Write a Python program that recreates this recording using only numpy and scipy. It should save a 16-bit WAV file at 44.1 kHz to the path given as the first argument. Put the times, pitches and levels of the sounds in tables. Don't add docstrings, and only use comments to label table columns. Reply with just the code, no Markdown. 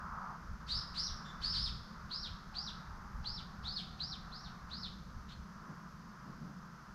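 import sys
import numpy as np
from scipy import signal
from scipy.fft import rfft, irfft, next_fast_len
from scipy.io import wavfile
from scipy.ndimage import uniform_filter1d, map_coordinates

SR = 44100
rng = np.random.default_rng(int(sys.argv[2]) if len(sys.argv) > 2 else 0)


def generate_wav(sig):
    pcm = np.round(np.clip(np.atleast_2d(sig).T, -1, 1) * 32767).astype(np.int16)
    wavfile.write(sys.argv[1], SR, pcm)


N = 306436
TIME = np.arange(N) / SR


def amp(db):
    return 10 ** (np.asarray(db) / 20)


def unit(x):
    return x / np.sqrt(np.mean(x ** 2) + 1e-20)


def curves(rows):
    s, *cols = np.transpose(rows)
    return [np.interp(TIME, s, c) for c in cols]


def wobble(rate, size=N):
    knots = rng.standard_normal(size // 8)
    return map_coordinates(knots, [np.arange(size) * rate / SR], mode="mirror")


def filtered(x, response):
    m = next_fast_len(x.shape[-1] + 8192)
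    spectrum = rfft(x, m) * response(np.fft.rfftfreq(m, 1 / SR))
    return irfft(spectrum, m)[..., :x.shape[-1]]


def noise(spectrum, size=N):
    f, db = np.transpose(spectrum)
    white = rng.standard_normal(size)
    return unit(filtered(white, lambda hz: amp(np.interp(np.log(hz + 1), np.log(f), db))))


def add(track, s, x):
    part = track[round(s * SR):][:len(x)]
    part += x[:len(part)]


def cycles(hz):
    return 2 * np.pi * np.cumsum(hz) / SR


# (time [s], nominal length [s], shoulder pitch [Hz], top pitch [Hz],
# level of the rise [dB], level of the fall [dB], harshness [0-1], echo from the leaves re direct [dB])
CHIRP_ROWS = [ (0.676, 0.15, 3944, 5210, -36.5, -55, 0.89, 0),
              (0.941, 0.16, 4155, 5676, -37.5, -47, 0.89, 1.5),
              (1.415, 0.16, 4500, 5330, -35.5, -38.5, 0.57, 0.5),
              (1.527, 0.16, 4344, 5330, -38.5, -40, 0.95, -1.5),
              (2.101, 0.17, 4455, 5560, -41, -42, 0.28, -2.5),
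              (2.541, 0.16, 4427, 5590, -41, -42, 0.3, -2.5),
              (3.242, 0.16, 4400, 5440, -41.5, -45, 0.2, -5),
              (3.636, 0.165, 3900, 5130, -41, -38.5, 0.4, -2),
              (3.993, 0.16, 4450, 5590, -40.5, -44, 0, -5.5),
              (4.311, 0.169, 4400, 5760, -50.5, -52.5, 0.05, -1),
              (4.699, 0.17, 4080, 5420, -44.5, -42.5, 0.32, -3)]


def bird(lead_s=0.017, lead_hz=4500, lead_db=-19):
    out = np.zeros(N)
    for s, length, shoulder, top, rise_db, fall_db, harsh, echo_db in CHIRP_ROWS:
        call = chirp(length, shoulder, top, rise_db, fall_db, harsh)
        add(out, s, trees(call, echo_db))
        n = int(2 * lead_s * SR)
        scratchy_hz = lead_hz * (1 + 0.103 * wobble(1226, size=n))
        lead = np.hanning(n) * np.sin(cycles(scratchy_hz))
        add(out, s - lead_s, trees(np.sqrt(2) * amp(rise_db + lead_db) * lead, echo_db))
    return out


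# (frequency [Hz], relative level [dB])
HOARSE_COLOUR = [(700, -26), (1500, 4.5), (2500, -5), (4300, 9), (5800, -3.5), (6600, -8.5), (8000, -15),
                 (12000, -28), (15500, -45)]
ATTACK_S = (0.012, 0.037)
TOP_SAG_DB = (9.5, 2)
HOARSE_DB = (-16, -11)
WAVER = (0.014, 0.029)
ATTACK_DEPTH_DB = 20.5
FULL_EFFORT_DB, HOARSE_GROWTH = -38, 0.29


def chirp(length, shoulder, top, rise_db, fall_db, harsh, flutter_db=2.0, octave_db=-31, rasp_db=-17):
    attack_s = np.interp(harsh, [0, 1], ATTACK_S)
    sag_db = np.interp(harsh, [0, 1], TOP_SAG_DB)
    hoarse_db = np.interp(harsh, [0, 1], HOARSE_DB)
    waver = np.interp(harsh, [0, 1], WAVER)
    t = np.arange(int(1.05 * length * SR)) / SR
    u, n = t / length, len(t)

    arch_u = [0, 0.03, 0.08, 0.17, 0.3, 0.45, 0.56, 0.66, 0.74, 0.81, 0.9, 0.99, 1.05]
    arch_hz = [2250, 3250, 0.9 * shoulder, shoulder, 0.55 * shoulder + 0.45 * top, 0.92 * top,
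               0.99 * top, top, 0.94 * top, 4200, 3600, 3000, 2100]
    pitch = uniform_filter1d(np.interp(u, arch_u, arch_hz), size=200)
    phase = cycles(pitch * (1 + waver * wobble(420.2, size=n)))

    top_db = rise_db - sag_db
    effort_db = [rise_db, top_db, top_db - 1.0, fall_db + 2.0, fall_db - 5.0, fall_db - 20.0]
    effort = np.interp(u, [0.3, 0.45, 0.72, 0.81, 0.92, 1.05], effort_db)
    level = effort - ATTACK_DEPTH_DB * np.maximum(1 - t / attack_s, 0)

    slack_db = np.maximum(FULL_EFFORT_DB - level, 0)
    octave = harsh * amp(octave_db - slack_db) * wobble(1100, size=n) * np.sin(2 * phase)
    rasp = amp(rasp_db) * wobble(1400, size=n) * np.cos(phase)
    voice = np.sin(phase) + rasp + octave
    whistle = np.sqrt(2) * voice * amp(level + flutter_db * wobble(219.3, size=n))

    course_db = np.interp(u, [0, 0.07, 0.25, 0.55, 0.85, 1.05], [-8.0, 0.5, -1.5, -14, -4.5, 24.0])
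    hoarse = effort + hoarse_db + HOARSE_GROWTH * (effort - FULL_EFFORT_DB) + course_db
    return whistle + amp(hoarse) * noise(HOARSE_COLOUR, size=n)


def trees(x, echo_db, near_db=-2, near_s=0.016, t60=0.35, far_db=-17, far_t60=1.26):
    x = np.pad(x, (0, SR))
    path = np.zeros(SR // 10)
    delay, sign = rng.uniform(size=(2, 20))
    arrival = ((0.000991 + near_s * delay) * SR).astype(int)
    np.add.at(path, arrival, amp(near_db) * np.sign(sign - .5) / np.sqrt(len(delay)))
    path[0] = 1
    near = unit(signal.fftconvolve(x, path)[:len(x)]) * np.std(x)
    _, t, z = signal.stft(x, SR, nperseg=256)
    fade = amp(-60 * t / t60) + amp(far_db - 60 * t / far_t60)
    decay = fade * (1 - np.exp(-t / 0.0043))
    energy = np.abs(signal.fftconvolve(np.abs(z) ** 2, decay[None] ** 2, axes=1))[:, :len(t)]
    grain = signal.stft(rng.standard_normal(len(x)), nperseg=256)[2]
    scatter = signal.istft(np.sqrt(energy) * grain, nperseg=256)[1][:len(x)]
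    scatter = unit(scatter) * np.std(x)
    return (near + amp(echo_db) * scatter) / np.hypot(1, amp(echo_db))


# (time [s], length [s], pitch [Hz], level before octave and echo [dB], rasp [0-1])
NOTE_ROWS = [(1.239, 0.09, 3536, -54.5, 0.04), (5.28, 0.062, 3610, -56, 0.2),
             (5.311, 0.04, 4220, -57, 0.06)]


def second_bird(octave_db=-14, echo_db=-5, echo_t60=0.45):
    out = np.zeros(N)
    t = np.arange(SR // 2) / SR
    for s, length, hz, db, rasp in NOTE_ROWS:
        n = int(length * SR)
        phase = cycles(hz * (1 + rasp * wobble(1500, size=n)))
        voice = np.sin(phase) + amp(octave_db) * np.sin(2 * phase)
        note = amp(db) * voice * signal.windows.tukey(n, .5)
        ring = rng.standard_normal(len(t)) * amp(-60 * t / echo_t60)
        path = amp(echo_db) * unit(ring) / np.sqrt(len(t))
        path[0] = 1
        add(out, s, signal.fftconvolve(note, path))
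    return filtered(out, lambda hz: 1 / (1 + (hz / 7500) ** 10))


# (time [s], level [dB])
FAR_CALL_LEVEL = [(0, -47), (0.12, -47), (0.24, -45), (0.31, -48), (0.364, -50.5), (0.375, -84.5)]
FAR_CALL_HZ = (1261, 1068)


def far_call(width_hz=240, steepness=2.53):
    db, = curves(FAR_CALL_LEVEL)
    white = rng.standard_normal((2, N))
    blur = filtered(white, lambda hz: 1 / np.sqrt(1 + (hz / width_hz) ** (2 * steepness)))
    phase = cycles(np.interp(TIME, [0, FAR_CALL_LEVEL[-1][0]], FAR_CALL_HZ))
    return amp(db) * unit(blur[0] * np.cos(phase) + blur[1] * np.sin(phase))


# (time [s], length [s], pitch [Hz], level before wavering [dB])
FAR_TONE_ROWS = [(2.497, 0.19, 801.6, -61.5), (2.751, 0.83, 881, -63.5), (3.2, 1.63, 761.5, -67),
                 (5.352, 1.04, 1028, -65.5)]


def far_tones(waver=0.030034):
    out = np.zeros(N)
    for s, length, hz, db in FAR_TONE_ROWS:
        n = int(length * SR)
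        pitch = hz * (1 + waver * wobble(40.315, size=n))
        tone = np.sin(cycles(pitch)) * wobble(130, size=n)
        add(out, s, np.sqrt(2) * amp(db) * tone * signal.windows.tukey(n, .5))
    return out


# (time [s], length [s], level at the peak [dB])
SHIFT_ROWS = [(5.659, 0.0883, -47), (6.222, 0.15, -48.5), (6.334, 0.25, -48)]
# (frequency [Hz], relative level [dB])
CLOTH_COLOUR = [(60, -39), (150, 3.5), (220, 2), (310, -8.5), (500, -24.5), (900, -21), (2000, -38),
                (8000, -58.5)]


def bedding():
    swell = np.zeros(N)
    for s, length, db in SHIFT_ROWS:
        add(swell, s, amp(db) * np.hanning(int(length * SR)))
    return swell * noise(CLOTH_COLOUR)


# (time [s], length [s], level at the peak [dB])
PUFF_ROWS = [(0.407, 0.2, -47), (0.688, 0.15, -43.5), (1.037, 0.17, -43.5), (1.265, 0.69, -42.5),
             (2.262, 0.12, -43.5), (3.107, 0.16, -40.5), (3.243, 0.12, -45), (3.553, 0.25, -49),
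             (4.854, 0.12, -49), (5.122, 0.12, -48)]
# (frequency [Hz], relative level [dB])
RUMBLE_COLOUR = [(10, -14.5), (25, 0), (45, -3.5), (64, 2), (90, -9), (125, -8), (200, -28.5), (400, -67)]
BREEZE_DB, LUMPS_DB, LUMPS_PER_S = -54, 2.5, 12
LULL_S, LULL_DB = (5.34, 5.66), -6.5


def wind():
    lumps = unit(amp(LUMPS_DB * wobble(LUMPS_PER_S)))
    breeze = amp(BREEZE_DB + np.interp(TIME, LULL_S, [0, LULL_DB])) * lumps
    puffs = np.zeros(N)
    for s, length, db in PUFF_ROWS:
        add(puffs, s, amp(db) * np.hanning(int(length * SR)))
    return np.hypot(breeze, puffs) * noise(RUMBLE_COLOUR)


# (frequency [Hz], relative level [dB])
DRONE_COLOUR = [(70, -33), (115, -13.5), (145, -0.5), (185, 1.5), (225, -3.5), (260, -16), (400, -21.5),
                (700, -24.5), (1500, -59.5)]
# (frequency [Hz], relative level [dB])
RUSH_COLOUR = [(250, -16), (500, -16), (850, -8.5), (1020, -1), (1300, 1.5), (1600, -4.5), (2000, -14.5),
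               (2600, -28), (4000, -50)]
# (frequency [Hz], relative level [dB])
HISS_COLOUR = [(1200, -13), (2400, -6), (3200, -6.5), (4000, -6.5), (4900, 0), (5600, -3), (6200, -3),
               (7000, -11), (8000, -20), (10000, -21.5), (11300, -18), (11900, -12.5), (12600, -24),
               (15600, -31)]
DRONE_DB, DRONE_SWAY_DB = -54.5, 0.85
RUSH_DB, RUSH_FADE_DB_PER_S = -54.5, 0.5158


def outdoors(rush_sway_db=1.5, hiss_db=-69.0):
    drone = amp(DRONE_DB + DRONE_SWAY_DB * wobble(3.03)) * noise(DRONE_COLOUR)
    rush_db = RUSH_DB - RUSH_FADE_DB_PER_S * TIME + rush_sway_db * wobble(5)
    rush = amp(rush_db) * noise(RUSH_COLOUR)
    hiss = amp(hiss_db) * noise(HISS_COLOUR)
    return drone + rush + hiss


def scene():
    mid = bird() + second_bird() + far_call() + far_tones() + bedding() + wind() + outdoors()
    # (frequency [Hz], relative level [dB])
    side_colour = [(100, -29.5), (400, -4), (1500, -17), (4000, -16), (8000, -4.0),
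                   (10500, -0.5), (11900, 6.5), (13000, 0.5), (15500, -1)]
    side = amp(-84.0) * noise(side_colour)
    return np.array([mid + side, mid - side])


def record(dry, top_hz=15720):
    return filtered(dry, lambda hz: hz < top_hz)


dry = scene()
out = record(dry)
generate_wav(out)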